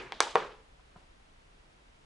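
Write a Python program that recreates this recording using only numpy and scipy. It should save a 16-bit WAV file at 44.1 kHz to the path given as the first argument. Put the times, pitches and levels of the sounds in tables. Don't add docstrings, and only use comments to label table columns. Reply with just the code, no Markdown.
import sys
import numpy as np
from scipy import signal
from scipy.fft import rfft, irfft
from scipy.io import wavfile
from scipy.ndimage import uniform_filter1d

SR = 44100
rng = np.random.default_rng(int(sys.argv[2]) if len(sys.argv) > 2 else 0)


def natural_amplitude(level_db):
    exponent = np.asarray(level_db, float) / 20
    return 10 ** exponent


def to_wav(s):
    ch = np.atleast_2d(s).T
    pcm = np.round(np.clip(ch, -1, 1) * 32767)
    wavfile.write(sys.argv[1], SR, pcm.astype(np.int16))


N = 90404
LEAD, SIZE = SR // 10, 1 << 17
HZ = np.arange(SIZE // 2 + 1) * SR / SIZE
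S = 2j * np.pi * HZ


def shard(walls):
    # (time [s], level [dB], polarity, low edge [Hz], sharpness [Hz])
    shard_slips = [
        (.20423, -2.5, 1, 3500, 2800),
        (.20475, -15, 1, 400, 20000),
        (.20639, -25, -1, 1300, 9000),
    ]
    # (frequency [Hz], level [dB], t60 [s])
    shard_modes = [(529.2, -11, .03), (854, -33.5, .011), (1153, -1, 0.01), (1400, -0.5, 0.015),
                   (1664, 1.5, .007), (2171, 0.5, 0.00818), (3000, -17, 0.0061), (3700, -8, .006),
                   (4690, 5.5, .007), (4960, -8.5, .006), (5987, -1, 0.0061), (6510, -2.5, .009),
                   (7960, -3, 0.0041), (10200, -9.5, .004)]
    # (frequency [Hz], level [dB per Hz])
    shard_air = [(120, -69), (200, -22), (411, -4), (727, -5), (875, -1.5), (2780, -13), (3230, -10),
                 (8700, -22), (11000, -32.5), (14300, -95), (22000, -120)]
    # (left lag [s], left minus right [dB], room level [dB])
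    shard_place = (.00001, -2, -32)
    return in_room(shard_slips, shard_modes, shard_air, shard_place, walls)


def slab(walls):
    # (time [s], level [dB], polarity, low edge [Hz], sharpness [Hz])
    slab_slips = [
        (.3523, -22, -1, 150, 600),
        (.35542, -12, -1, 221, 8000),
        (.356, -4.4, 1, 289, 3400),
    ]
    # (frequency [Hz], level [dB], t60 [s])
    slab_modes = [(155, -8, .035), (482, -12.5, .045), (650, -24, .04), (780, -19, .04), (965, -19, .04),
                  (1140, -9, .022), (1450, -5, .006),
                  (1740, -11.5, 0.0078), (2430, -19, .01), (3000, -11.5, 0.0057), (3456, -18, 0.02),
                 (4620, -17, .008), (6280, -19, .006), (8470, -27, .003)]
    # (frequency [Hz], level [dB per Hz])
    slab_air = [(70, -38.5), (130, -13), (260, -19.5), (440, 3), (690, -8.5), (1090, -3), (1760, -12.5),
                (3500, -20), (11000, -48), (14000, -85.5)]
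    # (left lag [s], left minus right [dB], room level [dB])
    slab_place = (.00007, .3, -29.5)
    return in_room(slab_slips, slab_modes, slab_air, slab_place, walls)


def chip(walls):
    # (time [s], level [dB], polarity, low edge [Hz], sharpness [Hz])
    chip_slips = [
        (.12195, -15, -1, 1385, 3300),
        (.12233, -39, 1, 380, 5400),
    ]
    # (frequency [Hz], level [dB], t60 [s])
    chip_modes = [(509, -0.5, 0.012), (812, 5.5, .017), (1530, -15, .009), (2210, -6, 0.0045),
                  (3370, -8, 0.0055), (4350, -1.5, 0.0015), (8000, -20, 0.009)]
    # (frequency [Hz], level [dB per Hz])
    chip_air = [(120, -30), (200, -11), (875, -7.5), (1960, -12.5), (2310, -13.5), (3080, -10.5),
                (3400, -8), (11000, -43), (14300, -64), (22000, -120)]
    # (left lag [s], left minus right [dB], room level [dB])
    chip_place = (.00002, -1, -46.5)
    return in_room(chip_slips, chip_modes, chip_air, chip_place, walls)


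def earlier_crack(walls):
    # (time [s], level [dB], polarity, low edge [Hz], sharpness [Hz])
    earlier_slips = [
        (-0.04, -21, 1, 300, 7400),
    ]
    # (frequency [Hz], level [dB], t60 [s])
    earlier_modes = [(400, -1.5, 0.014), (780, -5, .02), (1400, 3, 0.014), (2316, 0.5, .02),
                     (3600, -11.5, .01), (7000, -22.5, .005)]
    # (frequency [Hz], level [dB per Hz])
    earlier_air = [(90, -21), (130, -7), (250, -14.5), (395, 6), (600, -11), (850, -3.5), (2400, -7.5),
                   (3300, -16), (11000, -40.5), (14000, -75)]
    # (left lag [s], left minus right [dB], room level [dB])
    earlier_place = (0, 0, -35)
    return in_room(earlier_slips, earlier_modes, earlier_air, earlier_place, walls)


def settling_taps(walls):
    # (time [s], level [dB], polarity, low edge [Hz], sharpness [Hz])
    tap_slips = [
        (.796, -57.5, 0.73, 610, 3000),
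        (.9555, -49, 0.3, 99, 1266),
        (.9575, -55, -0.29, 98, 1400),
        (.9612, -47.5, 0.87, 103, 1190),
    ]
    # (frequency [Hz], level [dB], t60 [s])
    tap_modes = [(171, 1, 0.041), (746, -0.5, 0.057), (1016, 0.5, 0.061), (1320, 8, 0.015),
                 (2260, -21, 0.028)]
    # (frequency [Hz], level [dB per Hz])
    tap_air = [(300, 0), (900, 2.5), (2500, -10), (6000, -21.5)]
    # (left lag [s], left minus right [dB], room level [dB])
    tap_place = (0, 0, -59.5)
    return in_room(tap_slips, tap_modes, tap_air, tap_place, walls)


def grit(walls):
    # (time [s], level [dB], polarity, low edge [Hz], sharpness [Hz])
    grit_slips = [
        (.0575, -65, 1, 4000, 8840),
        (1.512, -62, 0.83, 4000, 9000),
    ]
    # (frequency [Hz], level [dB], t60 [s])
    grit_modes = [(6460, -11, .003), (9700, -0.5, 0.0059)]
    # (left lag [s], left minus right [dB], room level [dB], unused here)
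    grit_place = (0, 0, 0)
    return in_room(grit_slips, grit_modes, None, grit_place, walls)


def in_room(slips, modes, air, place, walls):
    lag, pan_db, room_db = place
    late = S * lag / 2 / (1 + (HZ / 2500) ** 2)
    ports = sides(pan_db) * np.exp(np.array([-late, late]))
    out = piece(slips, modes) * (ports + walls)
    if air:
        middle_slip_s = slips[len(slips) // 2][0]
        out = out + tail(middle_slip_s, air, room_db)
    return out


def piece(slips, modes):
    push = 0
    for at, db, sign, low_hz, top_hz in slips:
        u = 1j * HZ / low_hz
        radiate = (u * u / (u * u + 1.2 * u + 1)) ** 2
        blunt = 1 / (1 + 1j * HZ / top_hz) ** 2
        push = push + sign * natural_amplitude(db) * np.exp(-S * (at + LEAD / SR)) * blunt * radiate
    return push * ring(modes)


def ring(modes):
    out = 0
    for hz, db, t60 in modes:
        omega = 2 * np.pi * hz
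        damping = np.log(1000) / t60
        out = out + natural_amplitude(db) * SR * omega / ((S + damping) ** 2 + omega ** 2)
    return out


def sides(db):
    return natural_amplitude(np.array([[db / 2], [-db / 2]]))


def slaps():
    # (delay [s], level [dB], left minus right [dB], low edge [Hz], top [Hz])
    wall_slaps = [
        (.0056, -11.5, 11, 811, 5006),
        (.0112, -15, -11.5, 500, 2500),
        (.0192, -16, 5.5, 1500, 8000),
        (.0262, -17.5, -3, 1500, 9000),
        (.0305, -23, -2, 900, 5000),
    ]
    smear_s, clear = .002, .4
    t, out = np.arange(SIZE) / SR, 0
    for delay, db, pan_db, low_hz, top_hz in wall_slaps:
        rough = rng.standard_normal(SIZE) * np.exp(-t / smear_s)
        wall = clear + rfft(rough / np.sqrt(np.sum(rough ** 2)))
        colour = HZ / (HZ - 1j * low_hz) / (1 + 1j * HZ / top_hz) ** 2
        out = out + natural_amplitude(db) * sides(pan_db) * wall * np.exp(-S * delay) * colour
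    return out


def standing_waves():
    # (frequency [Hz], level [dB], t60 [s])
    room_modes = [(409, -67, .45), (436.5, -64, 0.56), (488.8, -67.5, 0.35)]
    return ring(room_modes)


def tail(at, air, db):
    # (frequency [Hz], t60 [s], side minus mid [dB])
    room_decay = [(120, .5, -13.5), (235.4, .5, -13), (448.7, .42, -13), (900, .45, -10), (1800, 0.43, -8),
                  (3500, .5, -9.5), (7020, 0.47, -7), (11880, .3, -4)]
    build_s, patchy_db = .01, 2.5
    t, out = np.arange(SIZE) / SR, 0
    noise = rfft(rng.standard_normal((2, SIZE))) * natural_amplitude(along(air, 1))
    noise = noise / irfft(noise[0]).std()
    build = 1 - np.exp(-(t / build_s) ** 2)
    log_centres = np.log(np.array(room_decay)[:, 0])
    for k, (hz, t60, side_db) in enumerate(room_decay):
        share = np.interp(np.log(HZ + 1), log_centres, np.arange(len(room_decay)) == k)
        patch = uniform_filter1d(np.repeat(rng.standard_normal(SIZE // 256), repeats=256), size=400)
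        envelope = build * natural_amplitude(db - 60 * t / t60 + patchy_db * patch)
        mid, side = irfft(noise * share) * envelope
        out = out + mid + natural_amplitude(side_db) * side * np.array([[1], [-1]])
    return rfft(out) * np.exp(-S * (at + LEAD / SR))


def along(table, col):
    table = np.array(table)
    return np.interp(np.log(HZ + 1), np.log(table[:, 0]), table[:, col])


def coloured(shape, db):
    x = irfft(rfft(rng.standard_normal(SIZE)) * natural_amplitude(along(shape, 1)) * (HZ > 10))
    return x / x.std() * natural_amplitude(db)


def rumble():
    # (frequency [Hz], level [dB per Hz])
    rumble_shape = [(12, -32), (20, 1.5), (44, -2.5), (57, -4), (80, -9.5), (140, -19.5), (180, -42),
                    (310, -120)]
    swell = uniform_filter1d(rng.standard_normal(SIZE), size=2500)
    swell_db = 1.2 * swell / swell.std()
    return coloured(rumble_shape, -63) * natural_amplitude(swell_db)


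def floor():
    # (frequency [Hz], level [dB per Hz])
    hiss_mid = [(76, -32.5), (130, -4), (228, -7.5), (331, -9), (549, -11), (2900, -17), (10600, -31),
                (11400, -36), (14800, -73), (22000, -120)]
    # (frequency [Hz], level [dB per Hz])
    hiss_side = [(12, -59.5), (20, -13.5), (230, -4), (333, -8.5), (371, -2), (822, -1.5), (3270, -10),
                 (10500, -32.5), (11400, -26), (14800, -68.5), (22000, -120)]
    mid = coloured(hiss_mid, -66) + rumble()
    side = coloured(hiss_side, -65)
    return np.array([mid + side, mid - side])


def scene():
    walls = slaps() + standing_waves()
    out = 0
    for source in (shard, slab, chip, earlier_crack, settling_taps, grit):
        out = out + source(walls)
    return (irfft(out) + floor())[:, LEAD:LEAD + N]


def low_pass(x):
    return signal.sosfilt(signal.butter(12, 11520, fs=SR, output="sos"), x)


def record(dry):
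    mic = signal.ellip(7, .3, 60, 10950, fs=SR, output="sos")
    mix = signal.sosfilt(mic, dry)
    return low_pass(mix)


dry = scene()
out = record(dry)
to_wav(out)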